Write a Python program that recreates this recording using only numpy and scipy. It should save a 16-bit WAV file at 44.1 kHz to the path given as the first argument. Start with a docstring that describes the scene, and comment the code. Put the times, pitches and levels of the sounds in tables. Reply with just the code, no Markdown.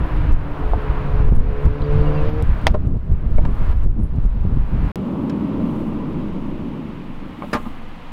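"""Beside and then inside a camper van. Outside, in two passages, gusts and pops of wind push the microphone;
a small engine, summed from wavering orders, drives by in the first, over a street of coloured noise.
Overload clicks and ringing key modes dot the wind, chirps fall softly, and the sliding door's latch snaps
free as struck modes and rattle. After a short silent join, from inside: the door rolls on its rail as a
low noise, slows and knocks into its end catch, its panel modes driven by blows and rattles."""
import sys
import numpy as np
from scipy import signal
from scipy.fft import rfft, irfft
from scipy.io import wavfile
from scipy.ndimage import uniform_filter1d

SR = 44100
rng = np.random.default_rng(int(sys.argv[2]) if len(sys.argv) > 2 else 0)


def waveform_to_disk(signal):
    """Save audio, clipped to [-1, 1], as 16-bit WAV at the path in sys.argv[1]."""
    frames = np.transpose(np.atleast_2d(signal))
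    scaled = np.clip(frames, -1, 1) * 32767
    samples = np.round(scaled).astype(np.int16)
    wavfile.write(sys.argv[1], SR, samples)


def how_loud(loudness_db):
    """Turn decibels into a plain amplitude multiplier (0 dB gives 1, 20 dB gives 10)."""
    steps = np.asarray(loudness_db, float) / 20
    return 10 ** steps


N = 358091
TIME = np.arange(N) / SR
JOIN_S = 2.4245  # second outdoor passage begins
SILENCE_START_S, SILENCE_END_S = 4.9178, 4.9577  # silent join; inside from its end

# Wind on the microphone, first and second passage: t/s, heave level/dB, flutter level/dB
FIRST_WIND = [(0.0, -9, -17.5), (0.1, -33, -42), (0.12, -15.5, -38), (0.27, -14.5, -33), (0.33, -10, -41),
              (0.36, -21.5, -39), (0.5, -22, -37), (0.52, -12, -61), (0.55, -25, -48), (0.79, -21.5, -37),
              (0.81, -36, -51), (0.92, -21, -31), (0.93, -25, -37), (1.08, -29, -31), (1.14, -11, -42),
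              (1.29, -15.5, -27), (1.42, -17.5, -27), (1.62, -27, -50), (1.66, -8.5, -27),
              (1.7, -11.5, -48), (1.74, -22.5, -39), (1.78, -28, -39.5), (1.83, -14.5, -34),
              (1.85, -21.5, -48), (1.97, -12.5, -26), (2.04, -21, -35.5), (2.35, -15.5, -33),
              (2.42, -21.5, -29.5)]
SECOND_WIND = [(2.43, -10, -37), (2.46, -21, -33), (2.49, -12, -27.5), (2.54, -23, -36), (2.62, -32, -25),
               (2.64, -18.5, -21), (2.83, -16.5, -33.5), (2.85, -20.5, -25.5), (2.96, -23, -24),
               (3.01, -25.5, -61), (3.03, -28, -41.5), (3.14, -15, -24.5), (3.17, -26.5, -31.5),
               (3.25, -18.5, -20.5), (3.28, -15, -45.5), (3.5, -16, -26.5), (3.57, -22.5, -58),
               (3.62, -17.5, -22.5), (3.64, -17, -40.5), (3.71, -16.5, -34.5), (3.82, -20.5, -47),
               (3.85, -13, -32), (3.91, -14, -46), (3.99, -20, -18.5), (4.05, -12.5, -31), (4.08, -23, -37),
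               (4.18, -15, -28.5), (4.22, -23, -40), (4.25, -16.5, -34), (4.31, -24.5, -45.5),
               (4.36, -21, -27.5), (4.41, -16.5, -37), (4.43, -20, -24.5), (4.57, -16, -24),
               (4.67, -23, -36), (4.7, -28, -32), (4.74, -12, -23), (4.79, -23, -28.5), (4.85, -20.5, -19),
               (4.92, -28, -26.5)]
# Sharp wind pops on the diaphragm, before flattening: t/s, peak level/dB, push width/ms
WIND_POPS = [(0.903, 1, 3.24), (1.14, -1, 4.8), (1.204, -8.5, 2.1), (1.324, -5, 1.1), (2.852, -13, 1.4),
             (2.872, -3, 1.9), (2.968, -8, 1.83), (3.118, 0.5, 2.96), (3.863, -10.5, 1.3),
             (4.151, -14, 2.6), (4.186, -2, 1.3), (4.25, -6, 2.4), (4.258, -1, 5.2), (4.452, -6, 1.5),
             (4.474, -5.5, 2.3), (4.527, -6, 2.3), (4.573, -1, 1.7)]
# Passing engine: t/s, firing rate f/Hz, then level/dB of the orders 1, 2, 3, 3.5 and 5
ENGINE_PASS = [(0.0, 154.9, -44.5, -36.5, -58, -65, -60), (0.25, 152.4, -29.5, -40.5, -59, -59, -60),
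               (0.42, 146, -32, -37, -66, -63, -49), (0.65, 145.5, -38, -34.5, -37.5, -46, -47),
               (0.85, 142.8, -34, -47.5, -37.5, -42, -47), (1.05, 141.5, -29.5, -47, -39, -42, -42),
               (1.25, 141, -34, -48, -33.5, -45, -44.5), (1.38, 138.2, -29, -45, -41.5, -41, -55),
               (1.5, 141.1, -40, -49, -29, -35, -46.5), (1.7, 142.3, -25, -35, -31.5, -37.5, -47),
               (1.9, 145.6, -24, -35, -30.5, -38, -48.5), (2.07, 147.3, -19, -29.5, -29, -36, -46.5),
               (2.25, 149.5, -28.5, -32.5, -28, -34.5, -46), (2.43, 153.8, -30, -31, -29, -42, -44)]
# Further engine orders: multiple of the firing rate, level/dB re third order
HIGH_ORDERS = [(4, -14.5), (6, -21), (7, -26)]
# Colour of tyre roar and town wash: f/Hz, relative density level/dB
STREET_COLOUR = [(150, -20), (250, 6), (490, 2.5), (870, 0), (960, 4), (1100, 1), (1420, -2), (1870, -7.5),
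                 (2700, -12), (3600, -19.5), (4100, -22), (4800, -26.5), (5600, -32.5), (7000, -40.5),
                 (10000, -66), (15800, -56)]
# Faint electronic whine: f/Hz, level/dB when the street stands at -38.5 dB
ELECTRONIC_WHINE = [(10009, -79)]
# Sudden drops of the quieter outdoor sounds: t/s, depth level/dB
LEVEL_DIPS = [(0.318, 6), (1.23, 3), (1.26, 5), (1.3, 9.5), (1.35, 6), (1.668, 6), (2.3, 5), (2.71, 7.5),
              (2.76, 11.5), (2.869, 15.5), (3.13, 12), (3.735, 8), (3.851, 17), (4.26, 12), (4.48, 7.5),
              (4.6, 6)]
# Cloth rustles: centre t/s, length t/s, level/dB
CLOTH_RUSTLES = [(0.157, 0.099, -71), (0.67, 0.13, -76.5), (1.64, 0.061, -71), (2.556, 0.11, -76.5),
                 (3.645, 0.14, -70.5), (5.186, 0.2, -73.5), (5.788, .12, -68.5), (7.573, 0.12, -61.5)]
# Small dry clicks, many from wind overloading the microphone, one at the first join: t/s, peak level/dB
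DRY_CLICKS = [(0.3232, -41), (1.283, -46.5), (1.3257, -47), (1.365, -41), (1.6538, -39.5), (2.424, -31.5),
              (2.615, -49), (2.632, -52.5), (2.721, -52), (2.741, -48), (2.754, -54.5), (2.872, -43.5),
              (3.116, -46.5), (3.306, -50), (3.837, -44.5), (3.852, -53.5), (3.863, -49), (4.16, -48),
              (4.186, -54), (4.2583, -44.5), (4.412, -53), (4.4707, -51)]
# High pings, mostly of keys, one in the door's end knock: t/s, level/dB before the soft onset,
# ring f/Hz, t60/s
HIGH_PINGS = [(.50, -63, 13040, .08), (1.316, -49, 8960, 0.023), (1.351, -44, 9140, 0.026),
              (1.356, -53, 9500, 0.084), (2.083, -54, 13100, .03), (2.215, -68, 12790, .15),
              (2.25, -68, 12870, .15), (2.29, -62, 12900, 0.19), (2.33, -65, 13100, 0.16),
              (2.365, -64, 12960, .1), (2.703, -56, 5000, 0.068), (4.018, -63, 10450, .2),
              (4.031, -56, 10450, 0.11), (7.532, -28, 5000, 0.046)]
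# Blows on the door: t/s, rattle peak level/dB, loudest mode region f/Hz, spread/octaves,
# blow level/dB re rattle, rattle length/ms
DOOR_KNOCKS = [(0.7336, -21.5, 802, 0.26, 12.5, 8.9), (1.819, -39, 3580, 0.36, 0, 3.9),
               (2.7405, -20.5, 650, 0.88, 1, 11), (2.745, -19.5, 523, 0.99, 10, 14),
               (2.7493, -23.5, 402, 0.55, 10, 27), (3.382, -35, 2150, 0.27, 6, 2),
               (3.382, -24, 615, 0.42, 7.5, 4.6), (3.3865, -27.5, 786, 0.36, 6, 4.5),
               (3.45, -24, 810, 1.3, 2, 7.9), (3.454, -27.5, 746, 0.76, 9, 5.7),
               (5.296, -30, 2520, .86, -6.5, 8.7), (7.4214, -25.5, 1020, 0.24, 7, 5),
               (7.422, -48, 2250, 0.11, 14, 5), (7.430, -24, 694, 0.6, -4, 23),
               (7.529, -9, 1000, 2.04, -13, 24), (7.538, -22, 447, 0.43, 8, 10),
               (7.546, -21.5, 254, 0.65, 9.5, 10.6), (7.549, -14, 900, 1.4, -1, 25),
               (7.572, -23, 1080, .35, 1, 19), (7.600, -28, 300, 0.77, 5, 5),
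               (7.652, -30.5, 1000, 0.36, -6, 27), (7.661, -26, 240, 0.45, 6.5, 8)]
# Door modes before the lining damps them: f/Hz, relative level/dB, t60/s
DOOR_MODES = [(241, 8, 0.097), (300, -2, 0.072), (397, 0, 0.084), (480, 8, 0.062), (606, 9.5, 0.081),
              (723, 3, 0.046), (880, 6, 0.046), (1000, 4.5, .05), (1064, 4.5, 0.12), (1205, 12, 0.086),
              (1370, 3.5, 0.1), (1633, 8, 0.018), (1778, -4, 0.045), (2230, -9, 0.036), (2590, -5.5, 0.05),
              (3170, -11.5, .02), (3580, -13, 0.015), (4010, -1, 0.02), (5000, -2, 0.015), (5420, -4, .04),
              (6820, 9, .02), (9100, 10, 0.002), (11400, -3, 0.004)]
# Faint distant chirps: t/s, length t/s, starting f/Hz, level/dB before the flutter
SOFT_CHIRPS = [(1.83, .033, 4750, -56), (1.897, .033, 4850, -62), (1.974, 0.064, 4640, -56),
               (2.04, 0.064, 2890, -42.5), (2.05, .033, 4700, -57), (2.129, 0.061, 4800, -57),
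               (2.151, 0.05, 2770, -42), (2.159, 0.086, 2580, -47), (2.166, .05, 4130, -56),
               (2.196, 0.085, 3060, -54)]
# Latch bolt modes: f/Hz, relative level/dB, t60/s (2 ms at least when rung)
BOLT_MODES = [(820, 6, 0.0025), (2080, 2, 0.0051), (2470, -8, 0.0058), (3060, -0.5, 0.01),
              (4800, -3.5, 0.0049), (6300, -8, 0.0016), (8740, -7.5, .0015), (11950, -35.5, .0015)]
# Colour of the rattling lock parts: f/Hz, relative density level/dB
LOCK_RATTLE = [(240, -27), (400, -16), (665, 0.5), (1520, -16), (2170, -20), (2380, -9.5), (2820, -21),
               (5470, -23.5), (8030, -47), (10300, -43), (15800, -56)]
# Inside the van: t/s, door rolling level/dB, air level/dB
CABIN_LEVELS = [(4.96, -22.5, -51.5), (5.6, -20, -50), (6.0, -23, -51), (6.74, -27.5, -51.5),
                (7.15, -34.5, -50.5), (7.53, -33.5, -49.5), (7.77, -40.5, -49.5), (8.12, -43, -49.5)]
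# Colour of the door panel shaken by the rollers: f/Hz, relative density level/dB
ROLL_COLOUR = [(35, -40), (60, -9.5), (86, -3.5), (113, -9.5), (140, -1), (213, 3), (247, 1.5), (282, 1.5),
               (423, -13.5), (617, -16), (696, -26.5), (1000, -19.5), (1500, -35.5), (1950, -87),
               (3300, -120)]
# Colour of the outdoor air heard from inside: f/Hz, relative density level/dB
AIR_COLOUR = [(9.4, -33.5), (14, 14.5), (26, -16.5), (44, -14), (166, -21.5), (234, -30), (405, -44),
              (468, -22.5), (606, -31.5), (833, -25), (1210, -27), (1480, -33), (2880, -35.5),
              (5760, -56.5), (15800, -76)]


def column(table, k):
    """Column k of a curve at every sample."""
    points = np.array(table)
    return np.interp(TIME, points[:, 0], points[:, k])


def band(x, lo_hz, hi_hz, order=2):
    """Butterworth band-pass."""
    edges = [lo_hz, min(hi_hz, .45 * SR)]
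    return signal.sosfilt(signal.butter(order, edges, "bandpass", fs=SR, output="sos"), x)


def unit(x, lo_hz=10, hi_hz=18000):
    """Scale so that the band lo-hi has rms 1."""
    return x / np.std(band(x, lo_hz, hi_hz))


def walk(rate):
    """Random levels held 1 / rate s and slewed twice; spread near 1."""
    k = int(SR / rate)
    held = np.repeat(rng.standard_normal(N // k + 1), k)
    return 1.025 * uniform_filter1d(uniform_filter1d(held, k), k)[:N]


def wash(spectrum, flicker_db, rate):
    """Noise of a given colour whose octaves each flicker in level."""
    hz = np.fft.rfftfreq(N, 1 / SR) + 1e-3
    table = np.array(spectrum)
    colour_db = np.interp(np.log(hz), np.log(table[:, 0]), table[:, 1])
    full = rfft(rng.standard_normal(N)) * how_loud(colour_db)
    out = 0
    for centre in 2. ** np.arange(4, 15):  # octaves from 16 Hz up, cross-faded
        share = np.cos(np.pi / 2 * np.clip(np.log2(hz / centre), -1, 1)) ** 2
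        out = out + irfft(full * share, N) * how_loud(flicker_db * walk(rate))
    return out


def ring(x, hz, t60):
    """One decaying mode excited by x."""
    pole = np.exp(2j * np.pi * hz / SR - np.log(1000) / (max(t60, .002) * SR))
    return signal.lfilter([1], [1, -pole], x).imag


def add(out, s, sound):
    """Mix a sound in at time s."""
    i = int(s * SR)
    out[i:i + len(sound)] += sound[:len(out) - i]


def dip():
    """Level change in dB: the deepest dip under way, dropping at once and climbing back steadily."""
    drop_s, recover_db_per_s = 0.011, 22
    losses = [np.clip(db - recover_db_per_s * (TIME - s), 0, None) * (TIME > s) for s, db in LEVEL_DIPS]
    lost = np.max(losses, axis=0)
    return -uniform_filter1d(lost, int(drop_s * SR)) * (TIME < SILENCE_START_S)


def wind():
    """Eddies push the diaphragm: slow heaves and quicker puffs; the strongest flatten at the input stage."""
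    curve = FIRST_WIND + SECOND_WIND
    heave = unit(band(rng.standard_normal(N), 12, 62), 15, 90)
    sway = unit(band(rng.standard_normal(N), 4.86, 20.8), 3, 33)
    heave = (heave + sway) * how_loud(column(curve, 1) + 2.5 * walk(16))  # random gustiness in dB, rate per s
    flutter = unit(band(rng.standard_normal(N), 84.4, 206.5), 49, 490)
    flutter = flutter * how_loud(column(curve, 2) + 4 * walk(25))
    push = pops() + heave + flutter
    ceiling = .53  # of full scale, before the last filter
    flat = ceiling * np.tanh((np.abs(push) / ceiling) ** 3) ** (1 / 3) * np.sign(push)
    return band(flat, 3, 1200)


def engine():
    """Firing harmonics on a slightly unsteady speed, wavering in level; further orders follow the third."""
    rate_hz = column(ENGINE_PASS, 1) * (1 + 0.006 * walk(39.8))
    phase = 2 * np.pi * np.cumsum(rate_hz) / SR
    main = 0
    for col, order in enumerate((1, 2, 3, 3.5, 5), 2):
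        main = main + how_loud(column(ENGINE_PASS, col) + 3.5 * walk(30)) * np.sin(order * phase)
    high = sum(how_loud(db + 3.8 * walk(15)) * np.sin(order * phase) for order, db in HIGH_ORDERS)
    high = high * how_loud(column(ENGINE_PASS, 4))  # level of the third order
    return np.sqrt(2) * (main + high) * how_loud(0.99 * dip()) * (TIME < JOIN_S)


def street():
    """Tyre roar and town wash as flickering noise, plus a faint electronic whine that follows its level."""
    before_db, after_db = -38.5, -42.5  # either side of the first join
    pass_s, pass_length_s, pass_db = 2.3, 0.34, 0.5  # roar swells as the vehicle is nearest
    far_treble_db, nearing_s = -4, (0.96, 2.4)  # duller until the vehicle comes near
    swell_db = pass_db * np.exp(-((TIME - pass_s) / pass_length_s) ** 2)
    level_db = np.where(TIME < JOIN_S, before_db, after_db) + dip() + swell_db
    whine = 0
    for hz, db in ELECTRONIC_WHINE:
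        whine = whine + how_loud(db + .6 * (level_db - before_db)) * np.sin(2 * np.pi * hz * TIME)
    roar = unit(wash(STREET_COLOUR, 1.2, 9), 1200, 4000)
    treble = band(roar, 2700, 9000, order=1)
    roar = roar + treble * (how_loud(np.interp(TIME, nearing_s, [far_treble_db, 0])) - 1)
    return roar * how_loud(level_db) + whine


def rustle():
    """Fine treble noise, grainy like rubbed fabric: steady air plus swells of cloth, added as power."""
    hiss_db = np.array((-71.5, -69, -74))  # treble air in the three passages
    passage = np.searchsorted([JOIN_S, SILENCE_END_S], TIME)
    air_db = hiss_db[passage] + 0.89 * dip()
    cloth = sum(how_loud(db) ** 2 * np.exp(-((TIME - s) / length) ** 2) for s, length, db in CLOTH_RUSTLES)
    grain = rng.standard_normal(N) * how_loud(1.7 * walk(150))
    fine = unit(band(grain, 5500, 15500), 6500, 14000)
    return fine * np.sqrt(how_loud(air_db) ** 2 + cloth)


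def clicks_and_pings():
    """Wide sharp clicks of decaying noise, and single high modes left ringing after a soft onset."""
    out, t = np.zeros(N), TIME[:int(.2 * SR)]
    # seven faint clicks fall at random outdoors, -55 to -49 dB
    faint = [(u * SILENCE_START_S, -55 + 6 * v) for u, v in rng.random((7, 2))]
    for s, db in DRY_CLICKS + faint:
        click = band(rng.standard_normal(len(t)) * np.exp(-t / 0.0016), 2800, 10000, order=1)
        add(out, s, how_loud(db) * click / np.abs(click).max())
    impulse, onset = 1. * (t == 0), np.minimum(t / 0.0016, 1)
    for s, db, hz, t60 in HIGH_PINGS:
        add(out, s, how_loud(db) * onset * ring(impulse, hz, t60))
    return out


def knocks():
    """A clean blow and a rattle that builds and dies drive the damped door modes near the struck place."""
    rise_share = 0.12  # the rattle builds over this share of its length
    ring_share = .75  # lining damps the listed rings
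    crunch_db = -5  # re modes
    out, t = np.zeros(N), TIME[:int(.16 * SR)]
    for s, db, hz, octaves, blow_db, rattle_ms in DOOR_KNOCKS:
        x = t * 1000 / rattle_ms
        rattle = rng.standard_normal(len(t)) * np.minimum(x / rise_share, 1) * np.exp(-x ** 2)
        push = np.exp(-((t * hz - 1) / .17) ** 2)  # contact lasts about a third of a cycle
        body, blow = 0, 0
        for f, mode_db, t60 in DOOR_MODES:
            distance = np.log2(f / hz) / octaves
            gain = how_loud(mode_db - 11.0 * distance ** 2) / np.sqrt(t60)
            body = body + gain * ring(rattle, f, ring_share * t60)
            blow = blow + gain * ring(push, f, ring_share * t60)
        # many weak panel modes blur into noise
        crunch = band(rattle, hz / 2 ** octaves, hz * np.sqrt(2) ** octaves)
        body = body / np.abs(body).max() + how_loud(crunch_db) * crunch / np.abs(crunch).max()
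        body = band(body, 60, hz * 4 ** (octaves + .6))
        knock = body / np.abs(body).max() + how_loud(blow_db) * blow / np.abs(blow).max()
        add(out, s, how_loud(db) * knock)
    return out


def pops():
    """A single eddy hitting the port: a draw-in, a pointed push and a swing back."""
    out, t = np.zeros(N), TIME[:int(.06 * SR)]
    for s, db, push_ms in WIND_POPS:
        x = t * 1000 / push_ms - 6  # in push widths from the point
        push = np.exp(-1.5 * (np.hypot(x, .2) - .2))
        swing = 0.18 * np.exp(-((x + 2.43) / 1.3) ** 2) + 0.21 * np.exp(-((x - 2.8) / 1.1) ** 2)
        add(out, s - 6 * push_ms / 1000, how_loud(db) * (push - swing))
    return out


def chirps():
    """Short soft falling whistles, perhaps a far bird, with a rough flutter in level."""
    out = np.zeros(N)
    for s, length, hz, db in SOFT_CHIRPS:
        fall = np.linspace(1, 1 - 0.042, int(length * SR))  # share of the pitch lost
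        whistle = np.sin(2 * np.pi * np.cumsum(hz * fall) / SR)
        add(out, s, how_loud(db) * np.hanning(len(fall)) * whistle)
    return out * (1 + 0.32 * walk(170))


def latch():
    """The bolt strikes three times within two milliseconds, then the lock parts give a dense dry rattle."""
    latch_s, crack_db, rattle_db = 2.6692, 4, -21  # rattle re crack
    out, t = np.zeros(N), TIME[:int(.08 * SR)]
    strikes = [(.0004, .8), (.0008, -1), (.0015, 1)]  # t/s, push
    strike = sum(g * np.exp(-((t - s) / .00004) ** 2) for s, g in strikes)
    crack = sum(how_loud(db) * ring(strike, hz, t60) for hz, db, t60 in BOLT_MODES)
    envelope = np.minimum(t / 0.0038, 1) ** 2 * np.exp(-(t / 0.014) ** 3)
    rattle = unit(wash(LOCK_RATTLE, 0., 9)[:len(t)]) * envelope
    snap = crack / np.abs(crack).max() + how_loud(rattle_db) * rattle
    add(out, latch_s - .001, how_loud(crack_db) * snap)
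    return out


def cabin():
    """Rollers rumble through the door panel in lumps; quiet outdoor air comes in through the opening."""
    roll = unit(wash(ROLL_COLOUR, 0.22, 22), 57, 730) * how_loud(column(CABIN_LEVELS, 1))
    air = unit(wash(AIR_COLOUR, 0.65, 8.1), 1730, 4500) * how_loud(column(CABIN_LEVELS, 2))
    return roll + air


def scene():
    """Outside until the silent join, entered by a quick fade and left with a step; inside after it."""
    outside = wind() + engine() + street() + chirps()
    background = np.where(TIME < SILENCE_START_S, outside, cabin()) + rustle()
    fade_out = np.clip((SILENCE_START_S - TIME) / 0.0012, 0, 1)
    since_end = TIME - SILENCE_END_S
    fade_in = np.clip(since_end / 0.002, 0, 1)
    step = how_loud(-15.5) * (since_end > 0) * np.exp(-np.abs(since_end) / 0.0016)
    events = latch() + knocks() + clicks_and_pings()
    return (background * (fade_out + fade_in) + step + events)[None]


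def roll_off(x):
    """The treble ends steeply here."""
    return signal.sosfilt(signal.butter(12, 16260, fs=SR, output="sos"), x)


def record(dry):
    """Clips the peaks at full scale to finish the mix."""
    mix = np.clip(dry, -1, 1)
    return roll_off(mix)


dry = scene()
out = record(dry)
waveform_to_disk(out)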